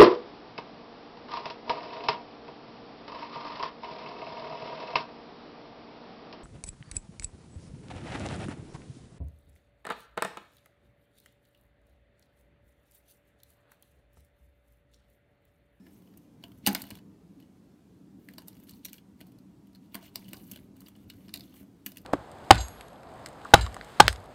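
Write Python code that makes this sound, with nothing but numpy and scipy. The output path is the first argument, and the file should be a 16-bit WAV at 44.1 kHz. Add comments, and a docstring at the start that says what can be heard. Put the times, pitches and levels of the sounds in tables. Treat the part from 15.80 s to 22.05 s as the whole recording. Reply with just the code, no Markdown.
"""A thin plastic tray snaps and crinkles as fingers pry open a cardboard box and work a small toy out.
Each snap is a noise burst ringing tray modes, crisp edge modes and the hollow box, which thumps.
Soft knocks ring the box's air and rock it; drags are clumped stick-slips on plastic, with skin hiss.
A fingertip squeaks faintly at the start. A small room adds a short tail, noise and a faint tone;
handling the box lifts the low rumble of that noise."""
import sys
import numpy as np
from scipy import signal
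from scipy.io import wavfile
from scipy.ndimage import uniform_filter1d

SR = 44100
rng = np.random.default_rng(int(sys.argv[2]) if len(sys.argv) > 2 else 0)


def log_audio(samples):
    """Write samples as a 16-bit WAV file to the path given in sys.argv[1]."""
    # one column per channel
    frames = np.atleast_2d(samples).T
    # limit to full scale, then quantise
    limited = np.clip(frames, -1, 1)
    pcm = np.round(limited * 32767).astype(np.int16)
    wavfile.write(sys.argv[1], SR, pcm)


def volts_from_db(level):
    """Convert decibel levels to linear amplitude ratios."""
    exponent = np.asarray(level, float) / 20
    return 10 ** exponent


N = 275625


def evened(x):
    """Scales to rms 1."""
    return x / np.sqrt(np.mean(x ** 2) + 1e-20)


def peaked(x):
    """Scales to peak 1."""
    return x / abs(x).max()


def read(points, hz):
    """Reads a spectrum table on a log-frequency axis."""
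    f, value = np.transpose(points)
    return np.interp(np.log(hz + 1), np.log(f + 1), value)


def add(mix, start_s, sound):
    """Mixes a sound in at start_s."""
    part = mix[round(start_s * SR):][:len(sound)]
    part += sound[:len(part)]


# Room noise spectrum. Each row: frequency in Hz, relative density in dB per Hz.
NOISE_SPECTRUM = [(15, -72), (25, -37.5), (49, -24), (114, -10), (150, -14.5), (192, -1), (226, -11),
                  (273, -5), (321, -14), (422, -20.5), (538, -26), (1680, -40), (1830, -40.5), (13300, -51),
                  (15600, -53.5), (16500, -64.5)]
# Room modes the noise fills. Each row: frequency in Hz, width in Hz, height above the noise in dB.
NOISE_MODES = [(56.6, 36, 6.5), (179, 8.8, 0.5), (291, 6.2, 4), (316.3, 8.7, 10)]
# Low rumble of room and handled box. Each row: time in seconds, level in dB.
RUMBLE_LEVEL = [(0.0, -54.5), (0.64, -55.5), (0.92, -47.5), (1.01, -53), (1.43, -54), (1.97, -56),
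                (2.87, -52.5), (3.17, -58), (3.55, -53), (3.92, -58), (4.74, -50.5), (5.13, -56.5),
                (5.67, -51), (5.79, -56), (6.08, -55), (6.25, -53.5)]
# Faint tone. Each row: time in seconds, peak level in dB.
WHINE_LEVEL = [(2.5, -100), (2.8, -84.5), (4.6, -77.5), (5.2, -93), (6.25, -99)]
WHINE_HZ = 960


def rumble_and_hiss():
    """Gaussian noise shaped by spectrum and room modes, with drifting patches, plus one faint sine."""
    size, hop = 4096, 1024
    frames, hz = N // hop + 5, np.fft.rfftfreq(size, 1 / SR)
    real, imag, patches = rng.standard_normal((frames, len(hz), 3)).T
    patches_db = 2.0 * evened(uniform_filter1d(uniform_filter1d(patches, 8, 0), 3, 1))
    modes_db = sum(db / (1 + (2 * (hz - f) / width) ** 2) for f, width, db in NOISE_MODES)
    level_db = np.interp(np.arange(frames) * hop / SR, *np.transpose(RUMBLE_LEVEL))
    low = 1 / (1 + (hz / 600) ** 2)  # handling lifts only the low rumble; the hiss above stays put
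    rumble_db = np.outer(low, level_db - level_db.mean())
    spectrum_db = (read(NOISE_SPECTRUM, hz) + modes_db)[:, None]
    z = (real + 1j * imag) * volts_from_db(spectrum_db + rumble_db + patches_db)
    noise = signal.istft(z, nperseg=size, noverlap=size - hop)[1][:N]
    t = np.arange(N) / SR
    whine = volts_from_db(np.interp(t, *np.transpose(WHINE_LEVEL))) * np.sin(2 * np.pi * WHINE_HZ * t)
    return volts_from_db(level_db.mean()) * evened(noise) + whine


def squeak():
    """A fingertip's short wavering stick-slip tone: fundamental and third harmonic."""
    squeak_hz, end_s, fade_db_per_s = 1750, 0.092, 600
    first_db, third_db = -77.5, -79
    t = np.arange(N) / SR
    waver = 1 + 0.018 * evened(uniform_filter1d(rng.standard_normal(N), 200))
    phase = 2 * np.pi * np.cumsum(squeak_hz * waver) / SR
    fade = volts_from_db(-fade_db_per_s * np.maximum(t - end_s, 0))
    return fade * (volts_from_db(first_db) * np.sin(phase) + volts_from_db(third_db) * np.sin(3 * phase))


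def ring(hz, width_hz, size):
    """Impulse response of one mode: a sine dying faster the wider the mode."""
    t = np.arange(size) / SR
    return np.exp(-np.pi * width_hz * t) * np.sin(2 * np.pi * hz * t)


def body(modes, near_hz=None, fall_db=7.5):
    """Sum of broad modes; each loses fall_db per octave away from the struck patch."""
    total = 0
    for k, (hz, width_hz, db) in enumerate(modes):
        octaves = 0 if near_hz is None else abs(np.log2(hz / near_hz))
        gain = (-1) ** k * volts_from_db(db - fall_db * octaves) * np.sqrt(width_hz)
        total = total + gain * ring(hz, width_hz, size=600)
    return total


def slips(per_s, clump_db, size_db):
    """Dense tiny stick-slips of uneven size that come in clumps."""
    drift = uniform_filter1d(uniform_filter1d(rng.standard_normal(N), 550), 550)
    clumps = volts_from_db(clump_db * evened(drift))
    size = volts_from_db(size_db * np.minimum(rng.exponential(1, N), 5)) * rng.standard_normal(N)
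    return size * clumps * (rng.random(N) < per_s / SR)


ENVELOPE_STEP = 32  # samples


def crinkle(modes, shapes, level_db, near_hz, fall_db, order, **slipping):
    """Each mode is a patch shaken by its own slips; each touch favours patches near its pitch."""
    rings = [np.diff(body([mode]), order) for mode in modes]
    near = np.array([volts_from_db(-2 * fall_db * abs(np.log2(hz / near_hz))) for hz, _, _ in modes])
    near *= volts_from_db(2 * level_db) / (np.sum(np.square(rings), 1) @ near)  # power of each touch per patch
    t = np.arange(N) / ENVELOPE_STEP
    total = 0
    for ringing, power in zip(rings, near):
        envelope = np.interp(t, np.arange(len(shapes)), np.sqrt(shapes ** 2 @ power))
        total = total + envelope * signal.oaconvolve(evened(slips(**slipping)), ringing)[:N]
    return total


# Tray modes. Each row: frequency in Hz, width in Hz, relative level in dB.
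TRAY_MODES = [(1500, 300, 2.5), (2150, 500, 3.5), (2900, 190, -1), (3509, 380, -4.5), (4270, 520, -2.5),
              (5830, 2100, -12.5), (6970, 670, -16.5)]
# Crisp snap edge and skin hiss. Each row: frequency in Hz, width in Hz, relative level in dB.
EDGE_MODES = [(6200, 900, 3), (8563, 1100, 0), (11195, 920, -1), (12840, 1000, 0), (14300, 720, -3),
              (15500, 800, -8)]
# Finger drags. Each row: start in seconds, length in seconds, tray rubbing level in dB,
# frequency of the patch under the finger in Hz, skin hiss level in dB.
STROKES = [(0.05, 0.062, -77, 2200, -76), (0.125, .055, -80, 2800, -69.5), (0.2, .25, -86, 2800, -79),
           (0.622, 0.056, -75.5, 2800, -73), (0.7, .1, -82.5, 2800, -77), (0.849, .035, -62.5, 3000, -70),
           (0.879, 0.041, -46, 2100, -53), (0.963, 0.047, -53.5, 2300, -54.5),
           (0.99, 0.18, -63, 3600, -69.5), (1.6, .04, -78, 3000, -87), (2.4, .09, -87.5, 3000, -77),
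           (2.493, 0.14, -75.5, 2800, -73.5), (2.674, 0.17, -74.5, 3240, -72), (2.89, 0.01, -61, 3730, -61),
           (2.94, 0.04, -74, 4360, -67.5), (3.044, 0.047, -66, 3000, -69), (3.132, 0.031, -69, 2520, -63),
           (3.408, 0.01, -68, 2800, -69), (3.465, 0.017, -76, 4320, -76), (4.028, 0.038, -79.5, 4280, -81),
           (4.126, .04, -70, 2490, -73.5), (4.14, 0.046, -66, 2000, -70), (4.229, 0.035, -59, 2860, -61.5),
           (4.347, 0.26, -67, 2900, -67.5), (4.54, 0.17, -75, 3500, -64), (4.698, 0.061, -63, 2900, -65),
           (4.798, 0.047, -74.5, 2480, -73.5), (4.967, .1, -74, 2800, -74), (5.07, 0.012, -66, 3000, -65),
           (5.165, 0.067, -75.5, 2800, -74.5), (5.29, 0.39, -74.5, 3000, -72.5),
           (5.558, 0.12, -71, 4300, -69), (5.7, 0.066, -72.5, 3000, -72), (5.76, 0.045, -67, 2500, -61.5),
           (5.86, .18, -89.5, 3004, -85.5), (6.074, 0.023, -68, 2980, -57), (6.138, 0.085, -76, 3000, -75)]


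def rubbing():
    """Drags, and bent plastic rustling back after snaps, crinkle the tray; dry skin adds fine hiss."""
    grip_db_per_s, lift_db_per_s = 698.5, 398  # build-up before a drag's start, decay after its end
    settle_tray_db, settle_hiss_db, settle_db_per_s = -26, -23, 519  # levels relative to the snap
    hiss_hz = 13500  # skin hiss favours modes near here
    t = np.arange(0, N, ENVELOPE_STEP)[:, None] / SR
    start, length, tray_db, tray_hz, hiss_db = np.transpose(STROKES)
    grip_db = grip_db_per_s * np.maximum(start - t, 0)
    lift_db = lift_db_per_s * np.maximum(t - start - length, 0)
    snap_s, snap_db, snap_hz, edge_db, _ = np.transpose(SNAPS)
    settle = (t > snap_s) * volts_from_db(-settle_db_per_s * np.maximum(t - snap_s, 0))
    shapes = np.hstack([volts_from_db(-grip_db - lift_db), settle])
    tray = crinkle(TRAY_MODES, shapes, np.r_[tray_db, snap_db + settle_tray_db], np.r_[tray_hz, snap_hz],
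                   fall_db=7.5, order=1, per_s=1100, clump_db=3.5, size_db=3.0)
    hiss = crinkle(EDGE_MODES, shapes, np.r_[hiss_db, edge_db + settle_hiss_db],
                   np.full(shapes.shape[1], hiss_hz),
                   fall_db=1.5, order=2, per_s=3600, clump_db=3.5, size_db=3.5)
    return tray + hiss


# Hollow box modes. Each row: frequency in Hz, relative level in dB, time to fall 68 dB in seconds.
BOX_MODES = [(201.7, -0.5, 0.052), (280.2, -4.5, .07), (385, -9, 0.077), (512, -15.5, 0.054),
             (625, -8.5, 0.073), (675, -5.5, 0.083), (800, -10, 0.011), (924, -6, 0.018), (993, -12, 0.012),
             (1250, -16, 0.01)]


def box(lift_db, shift=0):
    """The hollow box ringing; lift_db says how strongly the blow reaches each mode."""
    return sum(volts_from_db(db + lift) * ring(hz * (1 + shift), 2.5 / fall_s, size=6000)
               for (hz, db, fall_s), lift in zip(BOX_MODES, lift_db))


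CREEP_S = 0.006  # the plastic creaks this long before it lets go


def levelled(x):
    """Scales to rms 1 over the first 3 ms after the plastic lets go."""
    return x / np.sqrt(np.mean(x[round(CREEP_S * SR):][:132] ** 2))


# Tray snaps. Each row: time in seconds, peak level in dB, frequency of the buckling patch in Hz,
# crisp edge rms in dB, box thump rms in dB.
SNAPS = [(0.0658, -53, 1750, -71, -65), (0.22, -63, 2490, -73, -69), (0.2724, -60, 2820, -78, -73),
         (0.338, -57, 1700, -80, -76), (0.373, -61, 2720, -55, -73), (0.6261, -55, 3870, -69, -86),
         (0.6378, -35.5, 3050, -55, -52.5), (0.68, -62, 2800, -66, -72), (0.7174, -55, 2640, -66, -66),
         (0.775, -72, 2800, -69, -80), (0.784, -72, 1320, -66, -79), (0.8645, -11, 3700, -25, -40),
         (0.8698, -27, 2500, -38, -44), (0.8712, -21.5, 2680, -18.5, -27.5),
         (0.8742, -16, 4000, -24, -29.5), (0.8814, -22, 1500, -32, -43), (0.8874, -31, 2070, -34, -38),
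         (0.9291, -41, 1500, -39, -53), (0.9488, -20.5, 4840, -27, -47), (0.952, -19, 1870, -45, -37.5),
         (1.0184, -36, 4640, -37, -60), (1.0382, -44, 1920, -52, -54), (1.067, -57, 3500, -58, -65),
         (1.087, -67, 4300, -63, -60), (1.104, -35.5, 4300, -44, -48), (1.1097, -34.5, 2680, -51, -54),
         (1.1528, -45, 3280, -52, -60.5), (1.1716, -52, 4120, -61.5, -58), (1.187, -53, 2990, -67, -70),
         (1.6003, -56, 2760, -65, -74), (1.6242, -57, 2790, -71.5, -73), (2.4866, -38, 1700, -55.5, -62),
         (2.51, -66, 4300, -66, -70), (2.5358, -49.5, 3100, -57.5, -75), (2.5817, -36, 4660, -48, -49),
         (2.588, -63, 4520, -58, -58), (2.6187, -55, 2480, -60, -71), (2.6739, -61, 4370, -57, -67),
         (2.6818, -46, 4660, -41, -58.5), (2.7292, -58.5, 4530, -69, -74), (2.751, -60, 3300, -64, -77),
         (2.7674, -55.5, 3340, -65, -71), (2.7988, -65, 3060, -61, -73), (2.835, -62, 3100, -60.5, -75),
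         (2.87, -60, 2800, -70, -77), (2.8934, -46, 4430, -49.5, -74), (2.9085, -58, 4530, -52, -66.5),
         (2.935, -50.5, 4530, -70, -68), (3.0481, -39, 4150, -39, -81), (3.052, -30, 5870, -40, -66),
         (3.0587, -46, 3160, -43, -60), (3.0832, -44, 3760, -55, -72), (3.093, -64, 1600, -56, -80),
         (3.1304, -39.5, 2870, -43, -70.5), (3.1402, -45.5, 3200, -57, -71.5),
         (3.1811, -46.5, 3260, -63, -74), (3.405, -48, 1750, -57, -64.5),
         (3.4108, -43.5, 2870, -54.5, -58.5), (3.467, -62, 4320, -63.5, -67),
         (3.519, -62, 3300, -66.5, -75), (3.5859, -57.5, 4400, -65.5, -78), (3.87, -66, 3000, -69, -75),
         (3.93, -65, 4360, -74, -78), (3.9483, -48.5, 4300, -65, -73.5), (3.956, -53, 4330, -66.5, -73.5),
         (4.1446, -31.5, 2740, -42, -48), (4.1522, -32, 1750, -37.5, -41), (4.227, -50, 2970, -62, -61),
         (4.357, -24, 4770, -34, -46), (4.392, -74, 4200, -62, -78), (4.4558, -60, 2710, -67, -74),
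         (4.482, -45, 2920, -58, -70), (4.488, -49, 2920, -54, -70), (4.532, -32.5, 2750, -41, -50),
         (4.5421, -44, 4450, -65, -51.5), (4.5678, -48, 4730, -57, -60), (4.7134, -42.5, 3100, -42, -63),
         (4.717, -43, 3070, -42, -68.5), (4.7344, -49, 2900, -52, -68), (4.7595, -39.5, 2700, -50.5, -59.5),
         (4.7721, -47, 2350, -58.5, -64.5), (4.965, -59.5, 2370, -64, -79.5), (5.0049, -52, 4570, -53, -67),
         (5.017, -62, 3020, -60, -61), (5.0618, -48, 4550, -70, -66), (5.0832, -51, 3250, -52.5, -60.5),
         (5.1521, -52.5, 2440, -75, -73.5), (5.162, -68.5, 2900, -66, -66), (5.2996, -37.5, 3860, -50, -77),
         (5.3041, -46.5, 2900, -61, -71), (5.336, -59, 1680, -65, -73), (5.4822, -46.5, 3230, -68, -65),
         (5.4917, -45.5, 3950, -68, -59), (5.5395, -23.5, 4600, -35.5, -75), (5.5484, -61, 4600, -54, -56),
         (5.5584, -37, 4500, -47, -62), (5.573, -38.5, 4350, -51, -74), (5.5946, -47, 4300, -54, -69),
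         (5.6068, -38.5, 4500, -53, -80), (5.635, -58, 4440, -65, -79), (5.74, -56.5, 3100, -63, -64.5),
         (5.8286, -63.5, 1920, -66.5, -64.5), (6.0618, -32, 2650, -33.5, -64.5),
         (6.0659, -30, 3320, -38, -54.5), (6.118, -45.5, 3830, -50.5, -63), (6.146, -70.5, 3000, -68, -77),
         (6.159, -53, 3000, -64, -75), (6.1702, -38.5, 2800, -43.5, -68), (6.181, -46, 4950, -54, -79),
         (6.214, -67.5, 3000, -66, -77)]


def snaps():
    """Each buckle is a faint creak, then a spray of micro-cracks ringing tray, edge and box."""
    fall_ms, fall_ms_per_db = 0.4, 0.1169  # 20 dB fall time at 0 dB; weaker buckles let go more slowly
    box_squeeze = 0.07  # the hand bends the card: rms share by which box modes shift between blows
    out, t = np.zeros(N), np.arange(1400) / SR - CREEP_S
    draws = rng.standard_normal((len(SNAPS), len(t) + len(BOX_MODES) + 1))
    low = np.array([hz < 350 for hz, _, _ in BOX_MODES])
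    creak = volts_from_db(-14.5 + 4700 * t) * (t < 0)
    for (snap_s, db, hz, edge_db, box_db), draw in zip(SNAPS, draws):
        grain, spot, bend = draw[:len(t)], draw[len(t):-1], draw[-1]
        u = np.maximum(1000 * t / np.clip(fall_ms - fall_ms_per_db * db, 0.2, 15), 0)
        crack = grain * peaked((1 - np.exp(-u / 0.089)) * volts_from_db(-20 * u))
        spray = crack + grain * creak
        patch = body(TRAY_MODES, hz) + volts_from_db(-2.5) * np.sqrt(550) * ring(hz, 440, size=600)
        # every spot of the box favours other modes
        thump = box(4.0 * spot - 25 * low, box_squeeze * bend)
        tray_sound = peaked(signal.fftconvolve(spray, np.diff(patch)))
        edge_sound = levelled(signal.fftconvolve(crack, np.diff(body(EDGE_MODES), 2)))
        box_sound = levelled(signal.fftconvolve(crack, np.diff(thump)))
        add(out, snap_s - CREEP_S, volts_from_db(db) * tray_sound)
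        add(out, snap_s - CREEP_S, volts_from_db(edge_db) * edge_sound)
        add(out, snap_s - CREEP_S, volts_from_db(box_db) * box_sound)
    return out


# Knocks moving the whole box. Each row: time in seconds, box air peak in dB, rocking rms in dB.
KNOCKS = [(0.872, -19.5, -45.5), (0.887, -24, -53), (0.943, -43, -73), (1.028, -39, -53.5),
          (1.118, -40.5, -49.5), (3.412, -43.5, -73.5), (4.149, -35.5, -61), (4.355, -61, -59),
          (4.534, -54, -58), (4.715, -42, -57), (5.171, -47.5, -65), (5.263, -45, -54.5),
          (5.351, -49, -60.5), (5.476, -42, -64), (5.809, -41, -62), (6.062, -38.5, -76)]


def knocks():
    """A soft push rings the box's low air modes and rocks the whole box once."""
    air = np.convolve(np.hanning(95), box([-14.0 * (hz > 350) for hz, _, _ in BOX_MODES]))
    no_bass = signal.butter(5, 170, "high", fs=SR, output="sos")  # a small box radiates no deep bass
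    air = peaked(signal.sosfilt(no_bass, air))
    rock = evened(np.hanning(1100) * ring(90, 10, size=1100))
    out = np.zeros(N)
    for knock_s, air_db, rock_db in KNOCKS:
        add(out, knock_s, volts_from_db(air_db) * air)
        add(out, knock_s, volts_from_db(rock_db) * rock)
    return out


# Room decay. Each row: frequency in Hz, time to fall 60 dB in seconds.
ROOM_DECAY = [(300, 0.35), (800, 0.36), (2100, 0.099), (5500, 0.11), (14600, 0.042)]
ROOM_DB = -12


def room(x):
    """Sparse taps of random sign, each band dying at its own speed."""
    taps = np.zeros(SR // 2)
    at = np.arange(120, len(taps) - 20, 20)
    taps[at + rng.integers(0, 20, len(at))] = rng.choice([-1., 1.], len(at))
    hz, t, z = signal.stft(taps, SR, nperseg=256)
    decay = volts_from_db(-60 * t / read(ROOM_DECAY, hz)[:, None])
    tail = signal.istft(z * decay, SR, nperseg=256)[1]
    return signal.oaconvolve(x, tail / np.linalg.norm(tail))[:N]


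def scene():
    """Hands on the box, close, in a small room with low rumble and hiss."""
    hands = snaps() + knocks() + rubbing() + squeak()
    return (hands + volts_from_db(ROOM_DB) * room(hands) + rumble_and_hiss())[None]


def band_limit(x):
    """A steep low-pass at the top of the band."""
    return signal.sosfilt(signal.butter(12, 17000, fs=SR, output="sos"), x)


def record(dry):
    """The microphone loses the deepest bass; a steep low-pass limits the treble."""
    bass_hz, treble_hz = 41, 15900
    thin = signal.sosfilt(signal.butter(2, bass_hz, "high", fs=SR, output="sos"), dry)
    low_pass = signal.firwin(127, treble_hz, window=("kaiser", 8), fs=SR)[None]
    mix = signal.oaconvolve(thin, low_pass, "same")
    return band_limit(mix)


dry = scene()
out = record(dry)
log_audio(out)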